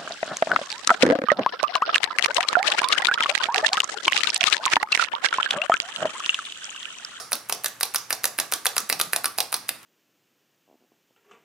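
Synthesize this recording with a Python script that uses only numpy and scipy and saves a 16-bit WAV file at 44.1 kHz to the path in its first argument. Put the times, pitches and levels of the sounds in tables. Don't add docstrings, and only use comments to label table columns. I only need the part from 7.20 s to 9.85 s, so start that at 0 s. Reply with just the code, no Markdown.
import sys
import numpy as np
from scipy import signal
from scipy.fft import rfft, irfft, next_fast_len
from scipy.io import wavfile
from scipy.ndimage import uniform_filter1d

SR = 44100
rng = np.random.default_rng(int(sys.argv[2]) if len(sys.argv) > 2 else 0)


def gain_from_decibels(decibels):
    exponent = np.asarray(decibels, float) / 20
    return 10 ** exponent


def bounce(signal):
    frames = np.transpose(np.atleast_2d(signal))
    limited = np.clip(frames, -1, 1)
    pcm = np.round(limited * 32767).astype(np.int16)
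    wavfile.write(sys.argv[1], SR, pcm)


N = 116865
PAD = 4096

# f/Hz, width/Hz, level/dB
SPRING_MODES = [(2700, 850, 3), (5940, 3000, 3.5), (10150, 5500, 9.5), (14300, 5800, 6)]
SNAP_RISE_S, SNAP_T60_S = 0.00082, 0.01


def unit(x):
    return x / np.sqrt(np.mean(x ** 2) + 1e-20)


def along(points, hz):
    f, v = np.transpose(points)
    return np.interp(np.log(hz + 1), np.log(f + 1), v)


def filtered(x, response):
    n = x.shape[-1]
    m = next_fast_len(n + PAD)
    return irfft(rfft(x, m) * response(np.fft.rfftfreq(m, 1 / SR)), m)[..., :n]


def high_pass(hz, corner_hz):
    return 1j * hz / (corner_hz + 1j * hz)


def resonance(hz, centre_hz, width_hz, db):
    damping = 1j * hz * width_hz
    return gain_from_decibels(db) * damping / (centre_hz * centre_hz - hz * hz + damping)


def stereo_noise(n):
    # f/Hz, left-right likeness (0..1)
    likeness = [(60, 0.37), (240, 0.73), (950, 0.69), (3770, 0.56), (15000, 0.025)]

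    def mid_side(hz):
        turn = np.arccos(np.clip(along(likeness, hz), -1, 1)) / 2
        return np.array([np.cos(turn), np.sin(turn)])

    mid, side = filtered(rng.standard_normal((2, n)), mid_side)
    return np.array([mid + side, mid - side])


def air():
    # f/Hz, level/dB per Hz
    tone_spectrum = [(15, -54), (25, -49), (108, -2.5), (734, -9), (911, -1), (1650, -1), (7310, -16.5),
                     (9570, -13.5), (16000, -22)]
    air_db, hum_hz, hum_db = -51, 119, -66
    hum = gain_from_decibels(hum_db) * np.sin(2 * np.pi * hum_hz * np.arange(N) / SR)
    noise = filtered(stereo_noise(N), lambda hz: gain_from_decibels(along(tone_spectrum, hz)))
    return gain_from_decibels(air_db) * unit(noise) + hum


def bumps():
    # t/s, level/dB, f/Hz
    hand_bumps = [
        (1.63, -40.5, 220),
        (1.87, -39.5, 168),
        (.13, -42, 240),
        (2.2, -46, 230),
    ]
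    rise_s, t60_s = 0.0047, 0.1
    t = np.arange(N) / SR
    total = np.zeros(N)
    for start_s, db, hz in hand_bumps:
        u = np.clip(t - start_s, 0, None)
        total += gain_from_decibels(db - 60 * u / t60_s) * (1 - np.exp(-u / rise_s)) * np.sin(2 * np.pi * hz * u)
    return total


def room(x):
    # f/Hz, t60/s
    decay = [(150, 0.33), (400, 0.3), (1000, 0.24), (3000, 0.22), (8000, 0.28), (15000, 0.16)]
    # f/Hz, level/dB
    colour = [(200, 12.5), (600, 0), (1500, -0.5), (4000, -1.5), (7500, -2), (10000, -6), (15000, 0.5)]
    gap_s, late_db, late_stretch = 0.0021, -15, 3
    hz, t, z = signal.stft(stereo_noise(SR // 2), SR, nperseg=256)
    fall_db = -60 * t / along(decay, hz)[:, None]
    envelope = gain_from_decibels(fall_db) + gain_from_decibels(late_db + fall_db / late_stretch)
    tail = signal.istft(z * gain_from_decibels(along(colour, hz)[:, None]) * envelope, SR, nperseg=256)[1]
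    tail = tail * (1 - np.exp(-(np.arange(tail.shape[1]) / SR / gap_s) ** 2))
    return signal.fftconvolve(x[None], tail / np.linalg.norm(tail[0]), axes=1)


def bench(x):
    level_db, t60_s, corner_hz = -4, .006, 5000
    scatter = rng.standard_normal((2, 512)) * gain_from_decibels(-60 * np.arange(512) / SR / t60_s)
    scatter = scatter / np.linalg.norm(scatter, axis=1, keepdims=True)
    treble = filtered(x, lambda hz: high_pass(hz, corner_hz))
    return gain_from_decibels(level_db) * signal.fftconvolve(treble[None], scatter, axes=1)


def rung(x, peaks):
    scatter_db = 2
    modes = [(c, w, db + scatter_db * rng.standard_normal()) for c, w, db in peaks]

    def response(hz):
        return sum((-1) ** k * resonance(hz, *mode) for k, mode in enumerate(modes))

    y = filtered(x, response)
    return y / np.sqrt(np.sum(y ** 4) / np.sum(y ** 2)) / 2


def chatter(lead_s, rise_s, t60_s):
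    lump_db, evenness = 5, .8
    t = np.clip((np.arange(3 * PAD) - PAD) / SR + lead_s, 0, None)
    lumps = gain_from_decibels(lump_db * unit(uniform_filter1d(rng.standard_normal(len(t)), size=9)))
    envelope = (1 - np.exp(-(t / rise_s) ** 2)) * gain_from_decibels(-60 * t / t60_s)
    z = rfft(envelope * lumps * rng.standard_normal(len(t)))
    return (t > 0) * irfft(z / uniform_filter1d(np.abs(z), size=60) ** evenness, len(t))


def blow(knock_hz, knock_db, modes, rise_s, t60_s, high_db=-12):
    # f/Hz, level/dB, t60/s
    chassis = [(475, 1, 0.14), (810, 3, 0.11), (1141, 21, 0.061), (1310, -18, 0.1), (1710, -13, 0.12),
               (1890, 12, 0.15), (4580, 14.5, 0.012), (5000, 0, 0.073), (5300, -33, 0.038),
               (9300, 13.5, 0.014)]
    rattle_t60_s, rattle_db, chassis_db = 0.057, -15.5, -20
    hit = chatter(0, rise_s, t60_s)
    board = [(586, 465, -9), (knock_hz, 450, 0), (2590, 295, high_db)]  # f/Hz, width/Hz, level/dB
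    steel = [(hz, np.log(1000) / (np.pi * t), db) for hz, db, t in chassis]
    rattle = rung(chatter(0, 0.0014, rattle_t60_s), board + list(modes))
    switch = rung(hit, modes)
    knock = gain_from_decibels(knock_db) * rung(hit, board)
    return switch + knock + gain_from_decibels(rattle_db) * rattle + gain_from_decibels(chassis_db) * rung(hit, steel)


def snap(start_s, db, knock_hz, knock_db, high_db):
    # f/Hz, width/Hz, level/dB
    detent = [(2750, 610, -10), (3940, 420, -2.5), (4893, 210, 0.5), (5900, 800, -9), (7330, 1160, -9.5),
              (9510, 780, 2), (11050, 1400, -1.5), (11360, 530, 2), (13240, 1300, -4.5), (14900, 720, -7)]
    # t/s, slide time before snap/s
    slide_time = [(.12, .0065), (.29, .008), (.45, .008), (.75, .0068), (2.5, .0062)]
    snap_db, scrape_rise_s, scrape_t60_s, scrape_db = -6.5, 0.0013, 0.012, -13.5
    click = blow(knock_hz, knock_db, detent, SNAP_RISE_S, SNAP_T60_S, high_db)
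    lead_s = np.interp(start_s, *np.transpose(slide_time))
    scrape = rung(chatter(lead_s, scrape_rise_s, scrape_t60_s), SPRING_MODES)
    return gain_from_decibels(db + snap_db) * (click + gain_from_decibels(scrape_db) * scrape)


def stop(db, knock_hz, knock_db, rebound_db):
    # f/Hz, width/Hz, level/dB
    housing = [(2750, 570, -13.5), (3570, 520, -3), (4310, 980, -4), (5784, 1080, -2.5), (8210, 1500, -7),
               (9210, 1210, -4.5), (10962, 600, 3.5), (11214, 810, 2), (12200, 1500, -7.5),
               (14600, 1800, -15)]
    stop_db, stop_rise_s, stop_t60_s = -2, 0.00022, 0.015
    touch_lead_s, touch_db, rebound_s = .002, -17, .0235
    slam = blow(knock_hz, knock_db, housing, stop_rise_s, stop_t60_s)
    touch = rung(chatter(touch_lead_s, 0.00098, 0.028), SPRING_MODES)
    rebound = rung(chatter(-rebound_s, .0004, 0.012), SPRING_MODES)
    return gain_from_decibels(db + stop_db) * (slam + gain_from_decibels(touch_db) * touch + gain_from_decibels(rebound_db) * rebound)


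def switches():
    # t/s, peak/dB, board knock f/Hz, knock over snap/dB, upper board mode over knock/dB
    snaps = [(0.1186, -2.5, 1450, -3.5, -7), (0.2954, -5.5, 1210, -3, -5.5),
             (0.4434, -2.5, 1620, -6.5, -20), (0.6085, -3.5, 1600, -2, -11), (0.7446, 0.5, 1280, -6.5, -5),
             (0.9049, -1.5, 1620, -2.5, -4.5), (1.041, 1.5, 1740, -6.5, -21), (1.1862, 0, 1780, -3.5, -2.5),
             (1.3219, 2, 1290, -7, -9), (1.4555, 1, 1570, 0, -4.5), (1.5648, -2.5, 1240, -2.5, -5),
             (1.698, 2, 1970, -5, -1.5), (1.7985, -1, 1350, -4.5, -5), (1.932, 0, 1740, -1, -6),
             (2.0428, -1.5, 1400, -1, -17), (2.1843, 2, 796, -7, -7), (2.3261, -3, 1166, -4, -6),
             (2.4899, -1.5, 1770, -5.5, 0)]
    # t/s, peak/dB, board knock f/Hz, knock over stop/dB, rebound over stop/dB
    stops = [(0.1298, -1.5, 1320, -12.5, -10), (0.3243, -5, 746, -9, -15), (0.4589, -4.5, 1750, -12, -12),
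             (0.63, -2.5, 713, -12, -13), (0.7583, -2.5, 1460, -13.5, -15), (0.9265, -3, 740, -11, -17),
             (1.0536, -3, 750, -13.5, -14), (1.1988, -4, 800, -11.5, -27), (1.336, -2.5, 1560, -16.5, -17),
             (1.4658, -2.5, 736, -12, -18), (1.5795, -2, 1480, -11.5, -13), (1.7259, -3.5, 2660, -4.5, -24),
             (1.8125, -2.5, 1340, -9.5, -16), (1.961, -3.5, 730, -10.5, -20), (2.056, -2.5, 1360, -10, -17),
             (2.2034, -1, 725, -13.5, -17), (2.3413, -3, 1220, -13, -13)]
    # t/s, peak/dB, f/Hz, knock/dB, rebound/dB
    earlier_stop = (-.035, -1, 1400, -8, -20)
    # t/s, peak/dB, board knock f/Hz, knock over tick/dB
    last_tick = (2.6285, -31, 2400, -10)
    sounds = [(row[0], snap(*row)) for row in snaps]
    sounds += [(row[0], stop(*row[1:])) for row in [earlier_stop, *stops]]
    tick_s, db, hz, knock_db = last_tick
    sounds.append((tick_s, gain_from_decibels(db) * blow(hz, knock_db, SPRING_MODES, SNAP_RISE_S, SNAP_T60_S)))

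    near, far = np.zeros(N + 2 * SR), np.zeros((2, N + 2 * SR))
    for start_s, x in sounds:
        i, wet = SR + round(start_s * SR) - PAD, room(x)
        near[i:i + len(x)] += x
        far[:, i:i + wet.shape[1]] += wet
        far[:, i:i + len(x)] += bench(x)[:, :len(x)]
    return near[SR:SR + N], far[:, SR:SR + N]


def scene():
    # f/Hz, phase/rad
    phase_lead = [(1100, .1), (4100, -1.03), (6400, -0.82), (7750, -1.66), (9400, -0.52), (13300, -1.22),
                  (16000, -1.6)]
    # f/Hz, level/dB
    balance = [(60, 17), (180, -1.5), (550, -0.5), (1650, -3), (4970, -4.5), (15000, -0.5)]
    # f/Hz, width/Hz, level/dB
    panels = [(750, 80, -4), (1160, 120, -2)]
    room_db, low_cut_hz, thud_hz, thud_db = -6, 133, 45, -57
    near, far = switches()
    side = np.array([[1], [-1]]) / 2
    direct = filtered(near, lambda hz: np.exp(1j * side * along(phase_lead, hz)))
    far = filtered(far, lambda hz: 1 + sum(resonance(hz, *panel) for panel in panels))
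    placed = filtered(direct + gain_from_decibels(room_db) * far,
                      lambda hz: gain_from_decibels(side * along(balance, hz)) * high_pass(hz, low_cut_hz) ** 2)
    thud = filtered(near ** 2, lambda hz: 1j * hz * thud_hz / (thud_hz + 1j * hz) ** 2)
    return placed + gain_from_decibels(thud_db) * thud / np.abs(thud).max() + bumps() + air()


def band_limit(x):
    return signal.sosfilt(signal.butter(12, 16980, fs=SR, output="sos"), x)


def record(dry):
    shelf_hz, shelf_db, edge_hz = 15900, -12, 16500
    limited = filtered(dry, lambda hz: gain_from_decibels(shelf_db * (hz > shelf_hz)) * (hz < edge_hz))
    mix = np.clip(limited, -1, 1)
    return band_limit(mix)


dry = scene()
out = record(dry)
bounce(out)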